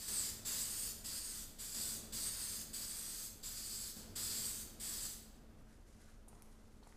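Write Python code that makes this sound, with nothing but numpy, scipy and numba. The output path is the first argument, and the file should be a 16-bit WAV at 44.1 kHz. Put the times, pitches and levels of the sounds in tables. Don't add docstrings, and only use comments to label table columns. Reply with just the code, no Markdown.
import sys
import numpy as np
from scipy import signal
from scipy.fft import rfft, irfft
from scipy.io import wavfile
from scipy.ndimage import uniform_filter1d, map_coordinates
from numba import njit

SR = 44100
rng = np.random.default_rng(int(sys.argv[2]) if len(sys.argv) > 2 else 0)


def invert_db(x):
    u = np.asarray(x, float) / 20
    return 10 ** u


def log_audio(samples):
    frames = np.atleast_2d(samples).T
    limited = np.clip(frames, -1, 1)
    pcm = np.round(limited * 32767).astype(np.int16)
    wavfile.write(sys.argv[1], SR, pcm)


N = 306936


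def rms_one(x):
    return x / np.sqrt(np.mean(x ** 2) + 1e-20)


def in_time(rows):
    s, *columns = np.transpose(rows)
    return [np.interp(np.arange(N) / SR, s, column) for column in columns]


def at_hz(points, hz):
    table_hz, values = np.transpose(points)
    return np.interp(np.log(hz + 1), np.log(table_hz), values)


def coloured(spectrum):
    gain = invert_db(at_hz(spectrum, np.fft.rfftfreq(N, 1 / SR)))
    return rms_one(irfft(rfft(rng.standard_normal(N)) * gain, N))


def drift(rate_hz):
    control_hz = 400
    steps = rng.standard_normal(int(N / SR * control_hz) + 400)
    r = np.exp(-2 * np.pi * rate_hz / control_hz)
    slow = signal.lfilter([1], [1, -2 * r, r * r], steps)[398:]
    return np.interp(np.arange(N) * control_hz / SR, np.arange(len(slow)), rms_one(slow))


@njit
def moving(x, turn, r):
    y = np.zeros(len(x))
    for i in range(2, len(x)):
        driven = x[i] - x[i - 2]
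        y[i] = driven + 2 * r * np.cos(turn[i]) * y[i - 1] - r * r * y[i - 2]
    return y


def noisy_ring(hz, width_hz):
    turn = 2 * np.pi * hz / SR * np.ones(N)
    r = np.exp(-np.pi * width_hz / SR)
    once = moving(rng.standard_normal(N), turn, r)
    return rms_one(moving(once, turn, r))


def hum(hz, width_hz, waver_db=1.5):
    wander = np.cumsum(rng.standard_normal(N)) * np.sqrt(2 * np.pi * width_hz / SR)
    turn = 2 * np.pi * np.cumsum(hz * np.ones(N)) / SR
    return np.sqrt(2) * invert_db(waver_db * drift(3.1)) * np.sin(turn + wander)


# start_s, end_s, flow_db, sag_db_per_s (negative: the level rises),
# pitch_hz of the hollow's ring at start, middle and end
BURSTS = [(.0, 0.297, -44.5, 0.0, 7900, 8200, 7400), (0.448, 0.909, -44, 0.5, 7500, 8100, 8680),
          (1.04, 1.435, -45.5, 2, 7800, 8600, 7860), (1.584, 1.964, -44, 8.5, 8060, 7700, 8050),
          (2.121, 2.617, -46, -1.0, 7900, 8600, 7890), (2.729, 3.267, -45.5, -2, 8100, 8200, 8260),
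          (3.427, 3.905, -46, -3, 7500, 8200, 7840), (4.153, 4.62, -45, 3, 7800, 7900, 8280),
          (4.796, 5.138, -46, -2, 8200, 7900, 7820)]
VALVE_OPEN_S, VALVE_SHUT_S = 0.0088, 0.027
SPURT_DB, SPURT_S = 2.5, 0.038


def valve():
    t, flow = np.arange(N) / SR, np.zeros(N)
    for start, end, flow_db, sag, *_ in BURSTS:
        since = np.maximum(t - start + (start == 0), 0)
        rise = 1 - np.exp(-since / VALVE_OPEN_S)
        fall = np.clip((end - t) / VALVE_SHUT_S + 1, 0, 1)
        level_db = flow_db + SPURT_DB * np.exp(-since / SPURT_S) - sag * np.clip(t - start, 0, 1)
        flow += rise * fall * invert_db(level_db)
    return flow


# delay_ms at stretch 1, level_db
ECHOES = [(0.497, -8), (0.902, -7.5), (1.7, -5.5), (3.1, -4)]


def near_echoes(x, stretch):
    out, n = x.copy(), np.arange(N)
    for delay_ms, level_db in ECHOES:
        path = stretch + 0.054 * drift(1.36)
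        lag = delay_ms * SR / 1000 * path
        out += invert_db(level_db) * map_coordinates(x, [n - lag], order=3, mode="nearest")
    return rms_one(out)


# pitch_hz, level_db per Hz
JET_COLOUR = [(1500, -30), (2500, -18), (3500, -7), (5600, -5.5), (7000, 2), (9500, -1), (12000, -3),
              (15200, -2), (17000, -20)]
# pitch_hz, level_db per Hz
SPLASH_COLOUR = [(300, -7.5), (700, -9.5), (1100, -2.5), (1700, 0), (2400, -3.5), (3500, -0.5), (6000, -57)]
# share of the burst (0 to 1), then the mean level_db re flow
SWEEP = [(0, -5, -10, -17), (.2, -5.5, -9, -18), (.65, -4.5, -9, -18.5), (.9, -5.5, -10, -19),
         (1, -15.5, -13.5, -24)]
SWEEP_STRETCH = 1.6
NOZZLE_HZ, NOZZLE_WIDTH_HZ, HOLLOW_WIDTH_HZ = 4750, 950, 1050
SPIT_HZ, SPIT_WIDTH_HZ, SPIT_DB, SPIT_S = 3540, 1600, -10.5, 0.03
JET_DB = -4.0
RINGS_TO_ROOM_DB = -4.0


def spray(sputter_db=0.68):
    pitch_rows, level_rows = [], []
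    for start, end, _, _, *pitches in BURSTS:
        pitch_rows += zip((start, (start + end) / 2, end), pitches)
        level_rows += [(start + share * (end - start), *levels) for share, *levels in SWEEP]
    hollow_hz, = in_time(pitch_rows)
    hollow_hz = hollow_hz * (1 + 0.011 * drift(5.0))
    hollow_db, nozzle_db, splash_db = in_time(level_rows)

    t = np.arange(N) / SR
    opening = sum((t > row[0]) * np.exp(-np.abs(t - row[0]) / SPIT_S) for row in BURSTS[1:])
    stretch = (np.mean(hollow_hz) / hollow_hz) ** SWEEP_STRETCH
    jet = invert_db(JET_DB) * near_echoes(coloured(JET_COLOUR), stretch)
    jet += invert_db(splash_db + 0.7 * drift(3.8)) * coloured(SPLASH_COLOUR)
    jet += invert_db(SPIT_DB) * opening * noisy_ring(SPIT_HZ, SPIT_WIDTH_HZ)
    rings = invert_db(nozzle_db + 1.5 * drift(2.1)) * noisy_ring(NOZZLE_HZ, NOZZLE_WIDTH_HZ)
    rings += invert_db(hollow_db + 2.3 * drift(23)) * noisy_ring(hollow_hz, HOLLOW_WIDTH_HZ)
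    flow = valve() * invert_db(sputter_db * drift(15.5))
    direct = flow * (jet + rings)
    to_room = flow * (jet + invert_db(RINGS_TO_ROOM_DB) * rings)
    return direct, to_room


# start_s, length_s, rustle_db, scuff_db, scuff pitch_hz
DRAGS = [(5.566, 0.15, -82, -80, 1400), (5.67, 0.052, -73, -77, 1500), (5.847, 0.1, -71.5, -85, 1500),
         (5.975, 0.11, -69, -71.5, 1450), (6.28, .13, -74.5, -69.5, 830), (6.43, .35, -77, -84, 990),
         (6.814, 0.16, -71.5, -72, 940)]
# pitch_hz, level_db per Hz
RUSTLE_COLOUR = [(1180, -36), (2000, 0), (2250, -6), (2390, -5), (3040, -7.5), (6730, -1.5), (11300, -6.5),
                 (15400, -27)]
DRAG_RISE_S, DRAG_FALL_S = 0.033, 0.067
SHEET_REST_DB = -86.5


def drags():
    t, rustle, scuff = np.arange(N) / SR, invert_db(SHEET_REST_DB), 0
    for start, length, rustle_db, scuff_db, _ in DRAGS:
        rise = np.clip((t - start) / DRAG_RISE_S, 0, 1)
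        stroke = rise * np.exp(-np.maximum(t - start - length, 0) / DRAG_FALL_S)
        rustle = rustle + invert_db(rustle_db) * stroke
        scuff = scuff + invert_db(scuff_db) * stroke
    scuff_hz, = in_time([(row[0] + row[1] / 2, row[4]) for row in DRAGS])
    grains = rustle * invert_db(1.9 * drift(60)) * coloured(RUSTLE_COLOUR)
    return grains + scuff * invert_db(1.8 * drift(40)) * noisy_ring(scuff_hz, 700)


# start_s, peak level_db, pitch_hz, length_s
SNAPS = [(6.28, -45, 9500, 0.0096), (6.351, -57, 7000, .003), (6.422, -37.5, 9100, 0.00033),
         (6.4275, -45, 9050, .0008), (6.831, -55.5, 4230, .004), (6.873, -51, 9300, 0.0022)]


def snap(peak_db, hz, length, t):
    band = signal.butter(1, [hz / 1.1, min(hz * 1.05, 16000)], "band", fs=SR, output="sos")
    puff = signal.sosfilt(band, rng.standard_normal(len(t)) * t * np.exp(-2 * t / length))
    return invert_db(peak_db) * puff / np.abs(puff).max()


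# start_s, peak level_db, pitch factor (also divides the decay time)
TAPS = [(6.277, -50, 1.05), (6.33, -47, 1), (6.4215, -49, 2.9), (6.828, -50, 1.1), (6.842, -54, 1.5),
        (6.871, -44, 1.05), (6.925, -46.5, 2.5)]
# pitch_hz at pitch factor 1, mean level_db, t60_s at pitch factor 1
SOLE = [(810, 16, 0.012), (1250, -3, .009), (1900, -5, .007)]


def tap(peak_db, pitch, t):
    knock = 0
    for hz, level_db, t60 in SOLE:
        decay_db = level_db + rng.normal(0, 3) - 60 * pitch * t / t60
        knock = knock + invert_db(decay_db) * np.sin(2 * np.pi * pitch * hz * t)
    return invert_db(peak_db) * knock / np.abs(knock).max()


def steps():
    out, t = drags(), np.arange(2000) / SR
    for start, peak_db, hz, length in SNAPS:
        out[int(start * SR):][:len(t)] += snap(peak_db, hz, length, t)
    for start, peak_db, pitch in TAPS:
        samples_left = N - int(start * SR)
        out[int(start * SR):][:len(t)] += tap(peak_db, pitch, t)[:samples_left]
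    return out


# pitch_hz, t60_s
GARAGE = [(700, 0.65), (2500, 0.93), (4800, 0.78), (9000, 0.55), (14000, 0.61)]
GARAGE_DB = -2


def garage(x, count=14):
    t, tails = np.arange(SR) / SR, 0
    for hz in 350 * 2 ** np.arange(0, 5.6, .5):
        band = signal.butter(2, [hz / 1.19, hz * 1.19], "band", fs=SR, output="sos")
        noise = signal.sosfilt(band, rng.standard_normal((count, SR)))
        tails = tails + noise * invert_db(-60 * t / at_hz(GARAGE, hz))
    tails *= np.clip(t / 0.0072, 0, 1)
    out, hop = np.zeros(N + 2 * SR), N // (count - 1) + 1
    fade = np.sin(np.pi * np.arange(2 * hop) / (2 * hop))
    padded = np.pad(x, (hop, 2 * hop))
    for k, tail in enumerate(tails):
        source = padded[k * hop:(k + 2) * hop] * fade
        piece = signal.fftconvolve(source, rms_one(tail) / np.sqrt(SR))
        out[k * hop:][:len(piece)] += piece[:len(out) - k * hop]
    return invert_db(GARAGE_DB) * out[hop:hop + N]


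# pitch_hz, level_db per Hz
DRONE_COLOUR = [(76, -31), (130, -18.5), (162, -11), (183, -7.5), (219, -0.5), (382, -5.5), (548, -8),
                (978, -16), (1580, -15.5), (1710, -21.5), (15400, -34)]
# pitch_hz, line width_hz, level_db
HUMS = [(59.8, 1.04, -69), (103.1, .6, -69.5), (213, 0.71, -72.5), (223, 1.4, -68), (313.4, 0.66, -79.5),
        (424, 3.0, -78.5), (627.5, 6.0, -83.5)]
DRONE_DB, LOW_DB = -64, -68


def drone():
    hums = sum(invert_db(level_db) * hum(hz, width_hz) for hz, width_hz, level_db in HUMS)
    return invert_db(DRONE_DB) * coloured(DRONE_COLOUR) + hums + invert_db(LOW_DB) * noisy_ring(75, 100)


# start_s, pitch_hz
ENGINE = [(0, 168.8), (1.2, 168.3), (2.5, 174.2), (4.3, 174.8), (5.0, 155.7), (6.96, 158)]
ENGINE_DB = -72


def engine():
    hz, = in_time(ENGINE)
    return invert_db(ENGINE_DB) * (hum(hz, 0.72) + invert_db(-2.5) * hum(hz / 2, 0.55))


def scene():
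    can, to_room = spray()
    feet = steps()
    room = garage(to_room + invert_db(-4.0) * feet)
    return np.tile(can + feet + room + drone() + engine(), (2, 1))


def band_limit(x):
    return signal.sosfilt(signal.butter(12, 15800, fs=SR, output="sos"), x)


NOTCHES = [-1, 1, 0, -1, 1, 0, -1, -1, 1, 0, -1, -2, -2, -2]
NOTCH_DB, FIRST_STEP_S, STEP_S, STEP_RAMP_S = 2.5, .081, .5546, .006
# pitch_hz, line width_hz, level_db
DEEP_HUM = (28.06, 13.7, -62)
DEEP_DB = -66
MIC_TOP_HZ = 15700


def record(dry):
    step = 1 + (np.arange(N) / SR - FIRST_STEP_S) // STEP_S
    step = np.clip(step, 0, len(NOTCHES) - 1).astype(int)
    gain = invert_db(NOTCH_DB * np.array(NOTCHES)[step])
    gain = uniform_filter1d(gain, max(int(STEP_RAMP_S * SR), 1))
    hum_hz, hum_width_hz, hum_db = DEEP_HUM
    deep = invert_db(DEEP_DB) * noisy_ring(22, 42) + invert_db(hum_db) * hum(hum_hz, hum_width_hz)
    top_cut = signal.cheby2(14, 60, MIC_TOP_HZ, fs=SR, output="sos")
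    cut = signal.sosfilt(top_cut, gain * dry + deep)
    independent = []
    for _ in dry:
        hiss = invert_db(-101) * rng.standard_normal(N)
        independent.append(hiss + gain * invert_db(-80) * noisy_ring(35, 30))
    return band_limit(cut + independent)


dry = scene()
out = record(dry)
log_audio(out)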